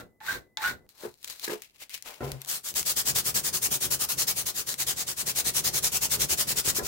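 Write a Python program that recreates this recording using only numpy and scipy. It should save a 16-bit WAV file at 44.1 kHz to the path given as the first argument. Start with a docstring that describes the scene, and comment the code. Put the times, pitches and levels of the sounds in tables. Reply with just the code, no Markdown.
"""Sandpaper is pulled to and fro, about ten strokes a second, over the end of a hammer handle in a vice.
Its grit hisses as it smooths the wood flush, while the vice and bench rumble. Before that, a file
stroke runs out and two more catch and squawk at the rate their teeth hit the wood. Then the stiff
paper rustles and snaps in the fingers amid a few dull knocks. The small workshop echoes briefly."""
import sys
import numpy as np
from scipy import signal
from scipy.fft import rfft, irfft, next_fast_len
from scipy.io import wavfile
from scipy.ndimage import uniform_filter1d

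SR = 44100
rng = np.random.default_rng(int(sys.argv[2]) if len(sys.argv) > 2 else 0)


def persist_wave(psi):
    """Save psi, clipped to +-1, as 16-bit WAV."""
    counts = np.round(np.clip(psi, -1, 1) * 32767).astype(np.int16)
    wavfile.write(sys.argv[1], SR, np.atleast_2d(counts).T)


N = 302967
T = np.arange(N) / SR

# Levels in the tables are relative: the functions add their own gains.
# light, rattling knocks of wood: t/s, level/dB, hardness/dB
WOOD_KNOCKS = [(1.035, -28.5, -24), (1.052, -24, -43), (1.061, -37, -39), (1.478, -21, 5),
               (1.496, -21.5, -4), (1.502, -22.5, -5), (1.519, -22.5, -13.5), (1.533, -23, -19),
               (1.558, -31, -29), (6.785, -23.5, -17), (6.793, -24.5, 8)]
# heavier bumps on the bench: t/s, level/dB, hardness/dB
BENCH_BUMPS = [(1.067, -36.5, -14), (2.207, -22, -13.5), (2.221, -23, -22), (2.231, -19, -30),
               (2.244, -31.5, -21), (2.268, -24, -28.5), (2.293, -28, -19), (2.321, -27.5, -54),
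               (2.345, -29, -46.5), (6.794, -22.5, 7), (6.815, -22, -28), (6.827, -28, -15),
               (6.861, -38, 0)]
# the notes that wood and bench ring with: f/Hz, level/dB, time to fade by 60 dB/s
WOOD_NOTES = [(226, -3, 0.077), (361, 0, .11), (423, 4, 0.0776), (491.6, -10, 0.1), (956, -6.5, 0.034),
              (1236, -14, 0.061), (1680, -2.5, 0.046), (1990, -15, 0.052)]
BENCH_NOTES = [(72.6, -2, 0.13), (138.5, -0.5, 0.271), (246, -5, 0.095), (394.5, 5.5, 0.056),
               (493, 0, 0.049), (585, 4, 0.026), (715, 5.5, 0.02), (1007, -7, 0.12), (1350, -2.5, 0.053),
               (1870, -7.5, 0.028)]
# sharp clicks of the stiff paper, and of the file landing: t/s, level/dB
PAPER_SNAPS = [(0.891, -42.5), (1.1752, -56), (1.2294, -39), (1.245, -25.5), (1.2763, -30.5), (1.282, -35),
               (1.2995, -28), (1.3965, -31.5), (1.6207, -32.5), (1.8951, -36), (1.9425, -25.5),
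               (1.9774, -36), (2.0243, -31), (2.318, -23), (2.4175, -28), (2.4483, -32), (2.46, -38.5),
               (2.7406, -30), (2.8293, -24.5), (4.2195, -21), (4.7415, -24), (4.8228, -21), (5.098, -34),
               (6.661, -23.5)]
FILE_TAPS = [(0.204, -46), (0.572, -19)]
# rubs of the paper in the fingers: t/s, rise/s, fall/s, rustle level/dB, bending level/dB
PAPER_RUBS = [(.895, .006, .05, -57, -69.5), (1.02, 0.083, 0.1, -46, -54.5),
              (1.049, 0.039, 0.042, -61, -40), (1.3, 0.082, 0.12, -40, -56),
              (1.445, 0.042, 0.057, -31, -50), (1.51, 0.066, 0.074, -37.5, -39),
              (1.627, 0.016, 0.065, -47, -67), (1.76, .03, .04, -58, -70),
              (1.826, 0.033, 0.031, -38, -53.5), (1.905, .012, 0.094, -45, -72),
              (1.943, 0.02, 0.036, -34, -56), (2.062, 0.019, 0.053, -39, -45.5),
              (2.1, 0.053, 0.11, -44, -46.5), (2.25, 0.072, 0.17, -45.5, -44.5),
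              (2.417, 0.03, .04, -51, -56), (2.48, 0.045, .03, -54, -51)]
# file strokes: touch t/s, bite t/s, squawk rise/s, fastest t/s, half length/s, tooth rate at the bite f/Hz,
# catch level/dB, squawk level/dB, hiss level/dB
FILE_STROKES = [(-.2, -0.07, .03, -0.048, 0.044, 1393, -45, -24, -35),
                (.205, .29, .014, 0.31, 0.053, 1596, -45.5, -26.5, -34),
                (0.572, .653, 0.037, 0.667, 0.048, 1479, -39, -24, -32)]
# rumble of the file being drawn back: t/s, rise/s, fall/s, level/dB
FILE_DRAW_BACK = (0.94, .125, .1, -55.5)
# pitches at which the file rings on the wood: f/Hz, width/Hz, level/dB
FILE_RINGS = [(872, 57, -5), (1110, 47, -6.5), (1485, 280, -9), (1540, 120, -7.5), (1780, 86, -9.5),
              (2890, 140, -37), (3900, 320, -58)]
# sanding strokes, push and pull in turn: start t/s, level/dB
SANDING_STROKES = [(2.464, -30.5), (2.628, -33.0), (2.745, -25.5), (2.845, -24.5), (2.955, -24.5),
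                   (3.046, -24.0), (3.143, -23.5), (3.236, -25.0), (3.338, -23.5), (3.428, -26.0),
                   (3.523, -26.0), (3.609, -25.0), (3.701, -24.5), (3.797, -25.5), (3.899, -25.0),
                   (3.985, -25.5), (4.081, -26.5), (4.166, -25.0), (4.265, -24.0), (4.348, -27.5),
                   (4.452, -27.5), (4.535, -29.5), (4.657, -30.5), (4.774, -27.5), (4.859, -26.5),
                   (4.955, -29.0), (5.061, -30.0), (5.156, -29.0), (5.253, -27.5), (5.342, -26.0),
                   (5.439, -25.5), (5.529, -25.0), (5.632, -24.5), (5.719, -25.0), (5.819, -24.5),
                   (5.91, -25.0), (6.004, -25.0), (6.092, -24.0), (6.185, -24.0), (6.279, -24.0),
                   (6.367, -24.5), (6.462, -25.5), (6.554, -24.5), (6.634, -24.0), (6.741, -27.0),
                   (6.818, -31.0)]
# how much louder the sanding hiss is on the left than on the right: f/Hz, level/dB
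HISS_BALANCE = [(100, 9), (1600, 2), (3400, 3), (5500, 2), (7000, 0.7), (10500, 2), (12500, 5), (16000, 7)]
# tone colours, or how strong each sound is from bass to treble: f/Hz, level/dB
AIR_COLOUR = [(25, -1), (70, 9), (400, 2), (700, -6), (3000, -30.5), (16000, -15.5)]
RUSTLE_COLOUR = [(900, -16.5), (2000, -3.5), (2900, -3), (4300, -0.5), (6000, -1.5), (9000, -3.5),
                 (15000, -3.5)]
BENDING_COLOUR = [(60, -6), (200, -9), (450, 4.5), (900, 5), (1600, 2), (2500, -7.5), (5000, -11)]
FILE_HISS_COLOUR = [(500, -15), (1000, 5), (2000, 10), (3000, -2), (3900, 7.5), (5000, -1), (7200, -1),
                    (10000, -5), (15000, -0.5)]
VICE_COLOUR = [(25, -17.5), (70, 7.5), (130, -2), (450, -1.5), (700, -8.5), (2000, -35.5)]
BENCH_COLOUR = [(25, -16), (50, -3.5), (74, 10), (95, -2), (124, 7.5), (165, 2.5), (300, -2.5), (470, -1),
                (640, -10), (2000, -17.5)]
SANDING_COLOUR = [(150, -31), (450, -15), (900, -11.5), (1800, -12), (3500, -8), (6400, -3), (10000, -5),
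                  (12500, -7.5), (15500, -6.5)]
TAP_COLOUR = [(400, -26), (900, 4), (1400, -9), (2200, 7), (2900, -1), (3700, 10), (4600, -2.5),
              (6800, -4), (9000, -16)]
ECHO_COLOUR = [(500, 1.5), (16000, -10.0)]

FILE_END_S = .866


def undb(db):
    """Turns decibels into a gain to multiply by."""
    return 10 ** (np.asarray(db) / 20)


def unit(x):
    """Scales a signal to an average power of 1."""
    return x / np.sqrt(np.mean(x ** 2))


def noise(size, channels=3):
    """Unrelated white noises."""
    return rng.standard_normal((channels, size))


def drift(rate):
    """A random wobble of size about 1 that changes course rate times a second."""
    return unit(np.interp(T * rate, np.arange(N // 8), rng.standard_normal(N // 8)))


def swell(s, rise_s, fall_s, shape=1):
    """Gain 1 at time s, 20 dB down rise_s before and fall_s after; shape 1 is pointed, 2 is rounded."""
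    away = np.maximum((s - T) / rise_s, (T - s) / fall_s)
    return undb(-20 * np.minimum(away, 10) ** shape)


def hump(s, half_s, steepness):
    """A flat-topped rise and fall around time s, halved half_s to either side."""
    return 1 / (1 + np.abs((T - s) / half_s) ** steepness)


def add(track, s, sound):
    """Mixes a sound in at time s."""
    i = int(np.clip(s * SR, 0, N - 1))
    track[..., i:i + sound.shape[-1]] += sound[..., :N - i]


def gain_curve(points, size):
    """Joins (f/Hz, level/dB) points into a gain for every frequency."""
    hz, db = np.transpose(points)
    return undb(np.interp(np.log(np.arange(size // 2 + 1) * SR / size + 1), np.log(hz), db))


def colour(x, points, size=4096):
    """Gives a sound a tone colour, with a filter that never rings ahead of the sound."""
    cepstrum = irfft(np.log(gain_curve(points, size)))[:size // 2]
    cepstrum[1:] *= 2
    kernel = irfft(np.exp(rfft(cepstrum, size)))[:size // 2]
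    return signal.oaconvolve(x, kernel[None], axes=-1)[:, :x.shape[-1]]


def band(x, hz, width_hz):
    """Keeps the part of a sound near one pitch."""
    return signal.lfilter(*signal.iirpeak(hz, hz / width_hz, fs=SR), x)


def brighten(x, db, split_hz):
    """Raises the treble against the bass by db."""
    low = signal.sosfilt(signal.butter(1, split_hz, fs=SR, output="sos"), x)
    return low * undb(-db / 2) + (x - low) * undb(db / 2)


def pan(x, db):
    """Makes the left louder than the right by db."""
    return x * undb(np.array([[db], [-db]]) / 2)


def stereo(x, lag_ms=0.15, split_hz=900, treble_share=0.066, bass_share=0.78):
    """Left and right from three signals: one is shared, mostly in the bass, and reaches the left first."""
    hz = np.fft.rfftfreq(x.shape[-1], 1 / SR)
    shared = treble_share + (bass_share - treble_share) / (1 + (hz / split_hz) ** 2)
    delay = np.exp(-2j * np.pi * hz * np.array([[0], [lag_ms / 1000]]))
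    spectra = rfft(x)
    return irfft(np.sqrt(shared) * delay * spectra[0] + np.sqrt(1 - shared) * spectra[1:], x.shape[-1])


def grit(rate, spread_db):
    """Tiny random cracks, about rate a second, a few much larger than the rest."""
    count = next_fast_len(N, True)
    size = undb(spread_db * np.minimum(rng.exponential(size=count), 4))
    cracking = rng.random(count) < rate / SR
    return unit(stereo(cracking * size * noise(count))[:, :N])


def room(x, echo_db, fade_s=0.16):
    """Adds the workshop's brief echo, duller than the sound itself."""
    t = T[:SR // 3]
    tail = colour(noise(len(t), channels=2) * undb(-60 * t / fade_s) * (t > .004), ECHO_COLOUR)
    return x + undb(echo_db) * signal.oaconvolve(x, unit(tail) / np.sqrt(len(t)), axes=-1)[:, :N]


def workshop_air(air_db=-73, whine_hz=2008):
    """Quiet room air, with a faint thin whine behind the filing."""
    air = unit(colour(stereo(noise(N)), AIR_COLOUR)) * undb(air_db + drift(4.1))
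    whine = undb(np.interp(T, [.1, .5], [-77, -71.5]) + drift(9)) * np.sin(2 * np.pi * whine_hz * T)
    return air + whine * np.clip((FILE_END_S - T) * 200, 0, 1)


def blows(rows, notes, usual_hardness_db, split_hz, crunch_db, crunch_s, low_hz):
    """Each blow crunches briefly and sets the notes ringing; a harder one favours the high notes."""
    out, t = np.zeros((2, N)), T[:SR // 3]
    bass_cut = signal.butter(2, low_hz, "high", fs=SR, output="sos")  # small things give off little bass
    for s, db, hardness_db in rows:
        push = undb(crunch_db) * stereo(noise(len(t))) * np.exp(-t / crunch_s)
        push[:, 0] += 1  # the hit itself
        ring = 0
        for hz, note_db, fade_s in notes:
            lift_db = (hardness_db - usual_hardness_db) * hz ** 2 / (hz ** 2 + split_hz ** 2)
            pitch = hz * (1 + .01 * rng.standard_normal())
            ring = ring + undb(note_db + lift_db - 60 * t / fade_s) * np.sin(2 * np.pi * pitch * t)
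        ring = signal.sosfilt(bass_cut, signal.fftconvolve(push, ring[None], axes=-1)[:, :len(t)])
        add(out, s, undb(db) * ring / np.abs(ring).max())
    return out


def knocks():
    """Loose wood rattles and the bench is bumped."""
    wood = blows(WOOD_KNOCKS, WOOD_NOTES, -7.5, split_hz=630, crunch_db=-10, crunch_s=.0022, low_hz=330)
    bench = blows(BENCH_BUMPS, BENCH_NOTES, -17, split_hz=750, crunch_db=-19.5, crunch_s=.022, low_hz=70)
    return pan(room(undb(-1.5) * wood + undb(-4) * bench, -22), 1.9)


def clicks(rows, points, decay_s, tail_db, tail_s):
    """Sharp bursts of noise, each with a short tail."""
    out, t = np.zeros((2, N)), T[:SR // 20]
    fade = np.exp(-t / decay_s) + undb(tail_db) * np.exp(-t / tail_s)
    for s, db in rows:
        crack = colour(stereo(noise(len(t))) * fade, points)
        add(out, s, undb(db) * crack / np.sqrt(np.mean(crack[:, :SR // 500] ** 2)))
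    return out


def snaps_and_taps():
    """The stiff paper snaps; the file lands on the hammer's steel head."""
    snaps = clicks(PAPER_SNAPS, RUSTLE_COLOUR, decay_s=.0008, tail_db=-16, tail_s=.004)
    taps = clicks(FILE_TAPS, TAP_COLOUR, decay_s=.00038, tail_db=-15.5, tail_s=.0095)
    return room(pan(undb(-4) * snaps, 6) + undb(-5) * taps, -12)


def finger_rubs(held_rustle_db=-73, held_bending_db=-86):
    """How strongly the paper rustles and bends: rubs add to the faint stir of the held sheet."""
    held = (T > .89) & (T < 2.48)
    power = undb([[held_rustle_db], [held_bending_db]]) ** 2 * held
    for s, rise_s, fall_s, rustle_db, bending_db in PAPER_RUBS:
        power = power + (undb([[rustle_db], [bending_db]]) * swell(s, rise_s, fall_s, shape=1.25)) ** 2
    return np.sqrt(power)


def paper_handling(creases_per_s=110):
    """The sheet crackles through the fingers and flaps as it bends, and tiny creases give way."""
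    rustle_gain, bending_gain = finger_rubs()
    bent = (T > 1) & (T < 2.48)
    sliding = unit(colour(grit(12000, 3.0) * undb(2.6 * drift(120)), RUSTLE_COLOUR)) * rustle_gain
    creases = unit(colour(grit(creases_per_s, 1.5), RUSTLE_COLOUR)) * undb(-66) * bent
    rustle = sliding + creases
    # the stiff sheet rings lower once it is unfolded
    unfolded = np.clip((T - 1.45) * 10, 0, 1)
    ring = (1 - unfolded) * band(rustle, 4100, 330) + unfolded * 1.33 * band(rustle, 2500, 870)
    flapping = unit(colour(grit(3000, 2.8), BENDING_COLOUR)) * bending_gain
    return pan(room((rustle + 1.17 * ring) * undb(-1.26) + flapping * undb(-1), -12.5), 4.8)


def file_motion(catch_hz=872., speed_up_s=.045, sag_hz_per_s=300):
    """Each stroke catches, bites with a squawk and runs out. Gives the tooth rate and three gains."""
    hz, tone, hiss = np.full(N, catch_hz), 0, 0
    s, rise_s, fall_s, db = FILE_DRAW_BACK
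    rumble = undb(db) * swell(s, rise_s, fall_s, shape=2)
    for touch, bite, rise_s, fastest, half_s, bite_hz, catch_db, squawk_db, hiss_db in FILE_STROKES:
        touching = T >= touch
        # the tooth rate leaps up to the bite, then sags
        up_to_speed = np.clip(1 + (T - bite) / speed_up_s, 0, 1)
        rate = catch_hz + (bite_hz - catch_hz) * up_to_speed - sag_hz_per_s * np.clip(T - bite, 0, .5)
        hz = np.where(touching, rate, hz)
        cutting = undb(hiss_db) * hump(fastest, half_s, steepness=4.68)
        catch = undb(catch_db) * swell(touch, rise_s=.14, fall_s=.14) * (1 - up_to_speed)
        squawk = undb(squawk_db) * swell(bite, rise_s, fall_s=.058, shape=1.08)
        singing = undb(-12) * cutting * up_to_speed
        # the vice shakes just after the fastest moment
        shaking = undb(-45) * hump(fastest + .046, half_s=.042, steepness=2.29)
        tone = tone + touching * np.hypot(catch + squawk, singing)
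        hiss = hiss + touching * cutting
        rumble = rumble + touching * shaking
    return hz, np.array([tone, hiss, rumble]) * (T < FILE_END_S)


def filing(jitter=.022, chatter_db=6.5):
    """Teeth catch the wood at a rate set by the file's speed; each rings the steel and tears fibres."""
    hz, (tone_gain, hiss_gain, rumble_gain) = file_motion()
    teeth_passed = np.cumsum(hz * (1 + jitter * drift(500))) / SR
    bite = np.exp(-(teeth_passed % 1) / 0.68)
    teeth = (bite - np.mean(bite)) * undb(chatter_db * drift(450)) + 0.49 * grit(7100, 4.3)
    ring = sum(undb(db) * band(teeth, f, width) for f, width, db in FILE_RINGS)
    # even out the ring, so that the hand's pressure sets the loudness at any pitch
    ring = ring / np.sqrt(uniform_filter1d(ring ** 2, size=SR // 50) + 1e-12)
    tearing = grit(14000, 0.69) * (.5 + bite) * undb(1.17 * drift(200))
    hiss = unit(colour(tearing, FILE_HISS_COLOUR))
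    rumble = unit(colour(grit(3000, 1.5), VICE_COLOUR))
    tone = room(ring * tone_gain, -8)
    return pan(tone, -2) + pan(room(hiss * hiss_gain + rumble * rumble_gain, -15), 2.1)


def sanding_motion(last_stroke_s=.11):
    """How hard the paper rubs: each push or pull speeds up, slows down and rests briefly."""
    rubbing = np.zeros(N)
    starts = [s for s, db in SANDING_STROKES]
    spans = np.diff(starts, append=starts[-1] + last_stroke_s)
    for k, ((s, db), span) in enumerate(zip(SANDING_STROKES, spans)):
        # as shares of the stroke: when it is fastest and how long it moves; a push peaks sooner
        peak, moving = (.49, .86) if k % 2 else (.33, .88)
        peak += np.interp(s, [4.6, 5.46], [0, .12])  # later once the hands find their rhythm
        progress = np.interp(T[:SR // 4] / (span * moving), [0, peak, 1], [0, .5, 1])
        speed = np.abs(np.sin(np.pi * progress))
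        friction = np.tanh(speed ** 1.72) / np.tanh(1)  # levels off at speed
        add(rubbing, s, undb(db + 1.94) * friction)
    return rubbing


def hand_echo(x, delay_ms=.547, wander_ms=.14, gain=.26):
    """Sound bounces off the moving hands, which weakens a shifting set of pitches."""
    late = [np.interp(T - (delay_ms + wander_ms * drift(12)) / 1000, T, side) for side in x]
    return x + gain * np.array(late)


def sanding(rest_db=-25, rumble_db=-47, shake=.396):
    """The sandpaper's grit breaks louder at speed, and a hard pull shakes the bench."""
    rubbing = sanding_motion()
    effort = np.abs(uniform_filter1d(rubbing, size=SR // 7))
    hiss = colour(grit(24000, 1.0) * undb(drift(250)), SANDING_COLOUR)
    # the taut strip rings at many pitches, which come and go as the fingers shift
    ring = sum(drift(14) * band(hiss, f, f / 12) for f in np.geomspace(2400, 12000, num=16))
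    hiss = hand_echo(hiss + .16 * ring)
    # the grit sounds brightest at first, dullest around 4.9 s, then brightens a little again
    hiss = unit(brighten(hiss, np.interp(T, [4.1, 4.9, 6.8], [1.5, -1.5, 0]), split_hz=12600))
    hiss = room(hiss * (rubbing + undb(rest_db) * effort), -10.5)  # a faint hiss stays at the turns
    left_gain = gain_curve(HISS_BALANCE, N) ** .5
    hiss = irfft(rfft(hiss) * np.array([left_gain, 1 / left_gain]), N)
    # the hands lean in after the first few strokes
    lean_db = np.interp(T, [2.9, 3.4, 4.2, 5.4], [-6, 1, .3, .5])
    shaking = unit((effort + shake * (rubbing - effort)) * effort ** .5) * undb(lean_db + 1.8 * drift(25))
    rumble = unit(colour(grit(1000, 1.7), BENCH_COLOUR)) * shaking
    return hiss + pan(room(undb(rumble_db) * rumble, -13), 0.4)


def scene():
    """All the sounds of the workshop together."""
    return filing() + paper_handling() + snaps_and_taps() + knocks() + sanding() + workshop_air()


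def record(dry):
    """Cuts off the highest treble, above 15850 Hz."""
    return signal.sosfilt(signal.ellip(12, .2, 80, 15850, fs=SR, output="sos"), dry)


dry = scene()
out = record(dry)
persist_wave(out)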